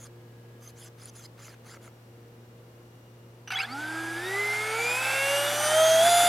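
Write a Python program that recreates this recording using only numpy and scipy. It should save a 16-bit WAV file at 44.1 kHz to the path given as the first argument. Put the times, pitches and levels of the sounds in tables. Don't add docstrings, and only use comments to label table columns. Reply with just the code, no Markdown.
import sys
import numpy as np
from scipy import signal
from scipy.fft import rfft, irfft, next_fast_len
from scipy.io import wavfile
from scipy.ndimage import uniform_filter1d, map_coordinates

SR = 44100
rng = np.random.default_rng(int(sys.argv[2]) if len(sys.argv) > 2 else 0)


def master_out(mix):
    frames = np.transpose(np.atleast_2d(mix))
    ceiling = np.clip(frames, -1, 1)
    pcm = np.round(ceiling * 32767).astype(np.int16)
    wavfile.write(sys.argv[1], SR, pcm)


def invert_db(level):
    return 10 ** (np.asarray(level, dtype=float) / 20)


N = 276948

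# t/s, shaft f/Hz, unbalance level/dB, blade tone level/dB
FAN_RUN = [(3.66, 214.4, -57, -56), (3.73, 266.3, -44.5, -41.5), (3.81, 302.8, -47, -35.5),
           (3.97, 324, -40.5, -37), (4.16, 331.8, -41, -37), (4.27, 375, -38, -38.5),
           (4.4, 408.7, -36, -28.5), (4.56, 420.8, -43, -30.5), (4.72, 439.7, -36.5, -37.5),
           (4.87, 480, -36, -29), (5.02, 519.5, -46, -34), (5.33, 561.5, -28.5, -31), (5.57, 589, -34, -43),
           (5.68, 609, -30, -36), (5.78, 634.5, -19.5, -32), (6.0, 653.8, -19.5, -32.5),
           (6.07, 692, -20, -32), (6.28, 702.6, -21.5, -33.5)]
# shaft multiple, level at full speed/dB, growth/dB per dB of speed
SHAFT_ORDERS = [(2, -48, 2.5), (3, -50, 2), (4, -55, 1.5), (7, -56, 1), (10, -48, 2), (15, -50, 2),
                (20, -54, 1.8), (25, -58, 1.5), (30, -58, 1.2)]
# shaft multiple, shaft f/Hz, width/Hz, level/dB
CRITICAL_SPEEDS = [(2, 388, 45, -47), (2, 450, 27.5, -41.5), (2, 510, 36, -39.5), (2, 562, 43, -47),
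                   (2, 605, 31.5, -36.5), (2, 637, 18.5, -37.5), (2, 697, 30, -41.5), (3, 279, 54, -40.5),
                   (3, 401.5, 20, -42.5), (3, 449, 46, -38), (3, 541, 91, -36.5), (3, 620, 70.5, -40),
                   (3, 698, 30, -40.5), (4, 324, 13, -47), (4, 438, 33, -43), (4, 548, 45, -36),
                   (4, 704, 14, -40), (7, 697, 24, -42.5), (10, 374, 18, -45.5), (10, 484, 40, -48),
                   (10, 604, 43, -38), (10, 643, 23, -35), (10, 698, 37, -37), (15, 491, 73, -44.5),
                   (15, 569, 16, -43), (15, 607, 30, -34), (15, 695, 82, -35.5), (20, 437, 24, -52),
                   (20, 570, 90, -46.5), (20, 697, 30, -50)]
# shaft multiple, level against the hiss/dB
UNEVEN_BLADES = [(6, -21), (9, -22.5), (11, -19), (13, -19), (14, -17), (18, -21)]
# f/Hz, width/Hz, level/dB
AIRFRAME_MODES = [(799, 176, 9), (1388, 230, 6.5), (3380, 990, -23), (4690, 550, -3.5)]
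# f/Hz, width/Hz, level/dB
INTAKE_MODE = [(2280, 520, 0)]
# f/Hz, level/dB per Hz
ROAR_COLOUR = [(120, -42), (300, -2.5), (600, -3), (1000, 0.5), (3000, 1), (5500, -8), (8000, -33)]
# f/Hz, level/dB per Hz
HISS_COLOUR = [(2060, -24), (3500, 2), (4190, -9.5), (4890, -5.5), (5420, -14), (6010, -3.5), (6830, -8),
               (7470, -3.5), (8180, -7.5), (9060, -5.5), (10200, -4.5), (12600, -9.5), (15800, -30),
               (16300, -35)]
# f/Hz, level/dB per Hz
TYRE_COLOUR = [(80, -60), (130, -6), (250, 0), (450, -3), (800, -30)]
# t/s, shaft f/Hz, commutation whistle level/dB, its half-frequency level/dB
MOTOR_RUN_UP = [(3.54, 58, -41, -58), (3.578, 107, -42, -50), (3.606, 147, -28, -43),
                (3.627, 167, -45, -47), (3.652, 190, -38, -36), (3.67, 210, -68, -60),
                (3.692, 235, -56, -42), (3.732, 262, -45, -64), (3.75, 273, -66, -66)]
# start t/s, end t/s, f/Hz, level/dB, octave level/dB
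SWITCHING_STEPS = [
    (3.475, 3.536, 2965, -52, -48),
    (3.536, 3.556, 3060, -38, -47),
    (3.556, 3.583, 3352, -31, -56),
    (3.575, 3.597, 3895, -41, -57),
    (3.595, 3.62, 4950, -37, -55),
    (3.617, 3.638, 7440, -48, -80),
]
# start t/s, end t/s, start f/Hz, end f/Hz, level/dB
BEAT_WHISTLES = [(3.505, 3.54, 2800, 2600, -38), (3.51, 3.555, 2280, 2100, -39),
                 (3.618, 3.64, 4620, 4200, -43), (3.6, 3.62, 2240, 2200, -36), (3.6, 3.64, 1545, 1585, -38),
                 (3.505, 3.545, 1490, 1540, -40), (3.52, 3.66, 765, 782, -43),
                 (3.617, 3.638, 6400, 6300, -54), (3.535, 3.556, 12240, 12240, -58),
                 (3.63, 3.65, 11700, 11600, -59), (3.475, 3.487, 2780, 2700, -46),
                 (3.59, 3.598, 6200, 6200, -50)]
# t/s, hold/s, level/dB, release/dB per s
ROTOR_KICKS = [
    (3.475, .004, -42, 800),
    (3.505, .135, -37.5, 500),
]
# f/Hz, level/dB per Hz
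JUDDER_SPECTRUM = [(500, -40), (750, -9), (1400, -1), (2500, -1.5), (4700, -6), (6000, -19), (7300, -22),
                   (8800, -10.5), (10200, -22), (11800, -12), (15000, -40)]
# start t/s, full speed t/s, end t/s, top gear mesh f/Hz, level/dB
SERVO_STROKES = [
    (-.04, .03, .082, 3350, -52),
    (.6, .664, .715, 3080, -53.5),
    (.752, .809, .893, 5020, -51.5),
    (.972, 1.03, 1.108, 5020, -52.5),
    (1.127, 1.181, 1.272, 3470, -52),
    (1.37, 1.445, 1.555, 5300, -51.5),
    (1.635, 1.70, 1.78, 5200, -53),
    (1.805, 1.855, 1.895, 3990, -55),
]
# multiple, level/dB
MESH_HARMONICS = [(1, 2.5), (2, 10), (3, 3), (4, -9), (5, -13)]
# f/Hz, width/Hz, level/dB
CASE_MODES = [(2200, 250, -9), (3450, 220, -6), (4400, 250, -4), (4980, 220, 1), (6300, 350, 1),
              (7050, 350, -2), (9400, 600, -2), (10200, 400, -4), (11600, 450, -8), (12700, 500, -9)]
# f/Hz, width/Hz, level/dB
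LINKAGE_MODES = [(670, 980, 2.5), (1330, 570, 8.5), (2080, 130, 2), (2650, 150, -17)]
# t/s, peak level/dB
FLAP_STOPS = [
    (1.482, -41.5),
    (1.7714, -44),
    (1.8776, -41),
]
# f/Hz, level/dB
ENGINE_TONES = [(117.8, 0), (236, -13), (353, -11), (471, -12), (511, -19), (550, -21)]
# t/s, lowest tone level/dB, left minus right/dB
ENGINE_LEVEL = [(0, -50, 0.1), (1.5, -53, 0.5), (3.5, -53, 0), (4.16, -48.5, 1.5), (4.9, -50.5, 1.5),
                (5.63, -48, 2), (6, -48, 8), (6.28, -51, 7)]
# start t/s, end t/s, f/Hz, width/Hz, level/dB
INSECTS = [
    (0, 1, 1650, 30, -75),
    (.3, 1.3, 3050, 160, -80),
    (0, .6, 2880, 120, -81),
    (1.6, 3.5, 2832, 25, -78),
    (1.9, 3.5, 5665, 60, -85),
    (2.7, 3.5, 5810, 80, -85),
]
# f/Hz, level/dB per Hz
HUSH_COLOUR = [(25, -11), (60, -4.5), (100, 2), (170, 2), (300, -0.5), (470, 0.5), (700, -4.5),
               (1500, -10.5), (2900, -16), (4700, -20), (11000, -25.5), (13000, -21.5), (16300, -28)]
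# f/Hz, correlation
PORT_LIKENESS = [(130, .999), (290, .93), (640, .6), (1200, .02), (16000, .02)]
# t/s, left minus right/dB
JET_PAN = [(0, -.8), (3.5, -1), (6.3, -1.2)]
# f/Hz, level against the common part/dB
GROUND_SCATTER = [(100, -14), (250, -17), (500, -29), (800, -28), (2400, -25), (5000, -21), (9000, -17)]


def fan():
    shaft, unbalance_db, blade_db, gate = curves(FAN_RUN)
    speed_db = 20 * np.log10(shaft / 700)
    roar_db, hiss_db = -35.5 + 1.8 * speed_db, -32 + 2.85 * speed_db
    tones = rotor_tones(shaft, speed_db, unbalance_db, blade_db, hiss_db)
    air = duct_roar(roar_db) + blade_hiss(shaft, hiss_db) + intake(roar_db)
    return gate * tones + air_on() * air


def rotor_tones(shaft, speed_db, unbalance_db, blade_db, hiss_db):
    sizes = [(1, invert_db(unbalance_db)), (5, invert_db(blade_db))]
    for order, db, grows in SHAFT_ORDERS:
        modes = [c[1:] for c in CRITICAL_SPEEDS if c[0] == order]
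        size = invert_db(db + grows * speed_db) + ringing(modes, shaft)
        sizes.append((order, invert_db(wobble(8)) * size))
    tones = np.zeros(N)
    for order, size in sizes:
        tones += size * tone(order * shaft, flutter_db=0.67 + 0.051 * order, rate=60, smear=0.036 * order)
    for order, db in UNEVEN_BLADES:
        size = invert_db(hiss_db + db + 4 * wobble(4) - 2)
        tones += size * tone(order * shaft, flutter_db=3.5, rate=70, smear=0.052 * order)
    return filtered(tones, lambda f: 1 / (1 + (f / 14300) ** 12))


def duct_roar(roar_db):
    airframe = resonant(AIRFRAME_MODES, through_db=-12)
    return invert_db(roar_db + 6 + 0.6 * wobble(25)) * noise(lambda f: invert_db(along(ROAR_COLOUR, f)) * airframe(f))


def blade_hiss(shaft, hiss_db):
    swish = 1 + 0.1 * np.sin(2 * np.pi * np.cumsum(shaft) / SR)
    gusts_db = 0.5 * wobble(30)
    air = patchy(noise(lambda f: invert_db(along(HISS_COLOUR, f))), depth_db=2.0, wide=2.4, long=23)
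    hiss = invert_db(hiss_db + 2.5 + gusts_db) * swish * air
    treble = filtered(hiss, lambda f: 1 / (1 + (10500 / (f + 1)) ** 6))
    dulling = invert_db(-7 * (1 - shaft / 700)) - 1
    return hiss + dulling * treble


def intake(roar_db):
    since_side_on = np.arange(N) / SR - 5.03
    passing_db = np.minimum(9.5 * since_side_on, -19 * since_side_on)
    facing_db = np.maximum(4 + passing_db, -13.5)
    rush = noise(lambda f: resonant(INTAKE_MODE, through_db=-60)(f) ** 2)
    return invert_db(roar_db + facing_db + 1.2 * wobble(12)) * rush


def tyres():
    rolling = np.maximum(np.arange(N) / SR - 4, 0)
    bumps_db = 3 * wobble(20) + 1.5 * wobble(8)
    rumble = noise(lambda f: invert_db(along(TYRE_COLOUR, f)))
    return air_on() * invert_db(-72.5 + 10 * rolling + 3.0 + bumps_db) * rumble


def air_on():
    return np.clip((np.arange(N) / SR - 3.62) / .012, 0, 1)


def motor_start():
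    shaft, step_db, half_db, gate = curves(MOTOR_RUN_UP)
    t = np.arange(N) / SR
    commutation = invert_db(step_db) * tone(18 * shaft, flutter_db=2.5, rate=110)
    commutation += invert_db(half_db) * tone(9 * shaft, flutter_db=3, rate=110)
    whistles = list(BEAT_WHISTLES)
    for s0, s1, hz, db, octave_db in SWITCHING_STEPS:
        whistles += [(s0, s1, hz, hz, db), (s0, s1, 2 * hz, 2 * hz, octave_db)]
    x = gate * commutation
    for s0, s1, hz0, hz1, db in whistles:
        on = np.clip(np.minimum((t - s0) / .001, (s1 - t) / .004), 0, 1)
        glide = np.interp(t, [s0, s1], [hz0, hz1])
        x += on * invert_db(db - 1.5) * tone(glide, flutter_db=2.2, rate=160, smear=.5)
    return x + judder()


def judder():
    t = np.arange(N) / SR
    kicks = np.zeros(N)
    for s, hold, db, fall in ROTOR_KICKS:
        kicks += (t > s) * invert_db(db - fall * np.clip(t - s - hold, 0, 1))
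    body = resonant(list(AIRFRAME_MODES) + list(INTAKE_MODE), through_db=-10)
    rattle = noise(lambda f: invert_db(along(JUDDER_SPECTRUM, f)) * body(f))
    return kicks * invert_db(2.9 * wobble(150)) * patchy(rattle, depth_db=-1.5, wide=3, long=3)


def servos():
    strokes = [curves(stroke(*row, shaded=int(k >= 5))) for k, row in enumerate(SERVO_STROKES)]
    mesh, gear_db, scrape_db, shade_db = (sum((s[-1] > 0) * s[k] for s in strokes) for k in range(4))
    gate = sum(s[-1] for s in strokes)
    load_db = .7 * np.minimum(gear_db + 52, 0)
    gears = invert_db(-1.5) * tooth_noise() + invert_db(-10 + load_db + .6 * shade_db) * mesh_whine(mesh)
    gears = gears + (invert_db(shade_db) - 1) * filtered(gears, lambda f: f > 7500)
    return gate * invert_db(gear_db) * (gears + invert_db(scrape_db) * linkage_scrape(mesh)) + 0.4 * stop_knocks()


def servo_case(f):
    return resonant(CASE_MODES, through_db=-17)(f) / (1 + (f / 13200) ** 12)


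def mesh_whine(mesh):
    teeth = sum(invert_db(db) * tone(k * mesh, flutter_db=5.5, rate=420, smear=1.4) for k, db in MESH_HARMONICS)
    return unit(filtered(teeth, servo_case))


def tooth_noise():
    rubbing = invert_db(1.1 * wobble(900)) * noise(lambda f: servo_case(f) * (f > 2000))
    return patchy(rubbing, depth_db=6.0, wide=3, long=14)


def linkage_scrape(mesh):
    linkage = resonant(LINKAGE_MODES, through_db=-30)
    rubbing = invert_db(3.0 * wobble(600)) * noise(lambda f: linkage(f) * (f > 450))
    return patchy(rubbing, depth_db=3.5, wide=3, long=6) + .28 * tone(.4 * mesh, flutter_db=5, rate=140, smear=1.5)


def stop_knocks():
    knocks = np.zeros(N)
    t = np.arange(SR // 20) / SR
    ring = sum(np.sin(2 * np.pi * hz * t) * invert_db(db) for hz, _, db in LINKAGE_MODES)
    for s, db in FLAP_STOPS:
        knocks[round(s * SR):][:len(t)] += invert_db(db - 60 * t / 0.018) * ring
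    return knocks


def stroke(start, full, end, top_hz, db, shaded):
    crawl_hz, slowest_hz = 3000, 2050
    take_up, shift, hold, stop = .026, .02, .022, .008
    brake = (50000, 20000)[shaded]
    scrape_db, shade_db, sag_db = [(-7.5, -0.5, -0.5), (-3, -5, -6.5)][shaded]
    slowed = min(full + hold + (top_hz - slowest_hz) / brake, end - 2 * stop)
    s = np.array([start, start + take_up - stop, start + take_up, full - shift, full, full + hold,
                  slowed, end - stop, end])
    braked = np.maximum(top_hz - brake * (s[6:] - s[5]), slowest_hz)
    hz = [crawl_hz, crawl_hz, crawl_hz, min(1.14 * crawl_hz, top_hz), top_hz, top_hz, *braked]
    under_db = np.array([-12, -12, -4, -2, 0, 0, sag_db, sag_db, -9])
    return np.transpose([s, hz, db + under_db, scrape_db - 0.75 * under_db, shade_db + 0 * s])


def spread(x, pan_db):
    scatter = rng.standard_normal(6000) * invert_db(-60 * np.arange(6000) / SR / .12)
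    stray = signal.fftconvolve(x, scatter / np.linalg.norm(scatter))[:N]
    lean = filtered(x * np.tanh(pan_db * np.log(10) / 40), lambda f: 1 / (1 + (f / 6000) ** 2))
    side = filtered(stray, lambda f: invert_db(along(GROUND_SCATTER, f))) + lean
    return np.array([x + side, x - side])


def far_engine():
    firing = 1 + 0.00286 * wobble(1.5)
    drone = sum(invert_db(db) * tone(hz * firing, flutter_db=.25 + (hz > 200) * 2.6, rate=7) for hz, db in ENGINE_TONES)
    level_db, pan_db, _ = curves(ENGINE_LEVEL)
    return invert_db(level_db + np.array([pan_db, -pan_db]) / 2) * drone


def insects():
    t = np.arange(N) / SR
    song = np.zeros(N)
    for s0, s1, hz, width, db in INSECTS:
        on = np.clip(np.minimum(t - s0 + .1, s1 - t) / .15, 0, 1)
        song += on * invert_db(db) * tone(hz + width / 4 * wobble(width), flutter_db=1.5, rate=4)
    return song


def hush():
    turn = lambda f: np.arccos(along(PORT_LIKENESS, f)) / 2
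    pair = rng.standard_normal((2, N))
    mid, side = filtered(pair, lambda f: invert_db(along(HUSH_COLOUR, f)) * [np.cos(turn(f)), np.sin(turn(f))])
    ports = unit(np.array([mid + side, mid - side])) * invert_db([[.6], [-.6]])
    return invert_db(-55.5 + 0.16 * wobble(2.72)) * ports


def unit(x):
    return x / np.sqrt(np.mean(x ** 2) + 1e-20)


def along(points, hz):
    f, v = np.transpose(points)
    return np.interp(np.log(hz + 1), np.log(f + 1), v)


def curves(rows):
    s, *cols = np.transpose(rows)
    t = np.arange(N) / SR
    since_start = t - s[0] + (s[0] < .01)
    until_end = s[-1] - t + (s[-1] > 6.2)
    gate = np.clip(np.minimum(since_start, until_end) / .012, 0, 1)
    return [np.interp(t, s, c) for c in cols] + [gate]


def wobble(rate):
    knots = rng.standard_normal(int(N * rate / SR) + 4)
    return map_coordinates(knots, [np.arange(N) * rate / SR])


def filtered(x, response):
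    m = next_fast_len(N + SR // 4)
    return irfft(rfft(x, m) * response(np.fft.rfftfreq(m, 1 / SR)), m)[..., :N]


def resonant(modes, through_db):
    def response(f):
        rings = sum(invert_db(db) * 1j * f * w / (c * c - f * f + 1j * f * w) for c, w, db in modes)
        return invert_db(through_db) + abs(rings)
    return response


def ringing(modes, hz):
    return sum(invert_db(db) / (1 + (2 * (hz - c) / w) ** 2) ** 2 for c, w, db in modes)


def noise(response):
    return unit(filtered(rng.standard_normal(N), response))


def tone(hz, flutter_db, rate, smear=0):
    phase = 2 * np.pi * (np.cumsum(hz) / SR + rng.random()) + smear * wobble(rate)
    return np.sqrt(2) * invert_db(flutter_db * wobble(rate)) * np.sin(phase) * (hz < SR / 2)


def patchy(x, depth_db, wide, long):
    z = signal.stft(x, nperseg=256)[2]
    patches = uniform_filter1d(rng.standard_normal(z.shape), round(wide), axis=0)
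    patches = uniform_filter1d(patches, round(long), axis=1)
    return unit(signal.istft(z * invert_db(depth_db * unit(patches)), nperseg=256)[1][:N])


def scene():
    jet = fan() + tyres() + motor_start() + servos()
    return spread(jet, curves(JET_PAN)[0]) + far_engine() + insects() + hush()


def top_cut(x):
    return signal.sosfilt(signal.butter(12, 16420, fs=SR, output="sos"), x)


def record(dry):
    mid = filtered(dry.mean(0), lambda f: f < 16400)
    side = filtered((dry[0] - dry[1]) / 2, lambda f: f < 11500)
    return top_cut(np.array([mid + side, mid - side]))


dry = scene()
out = record(dry)
master_out(out)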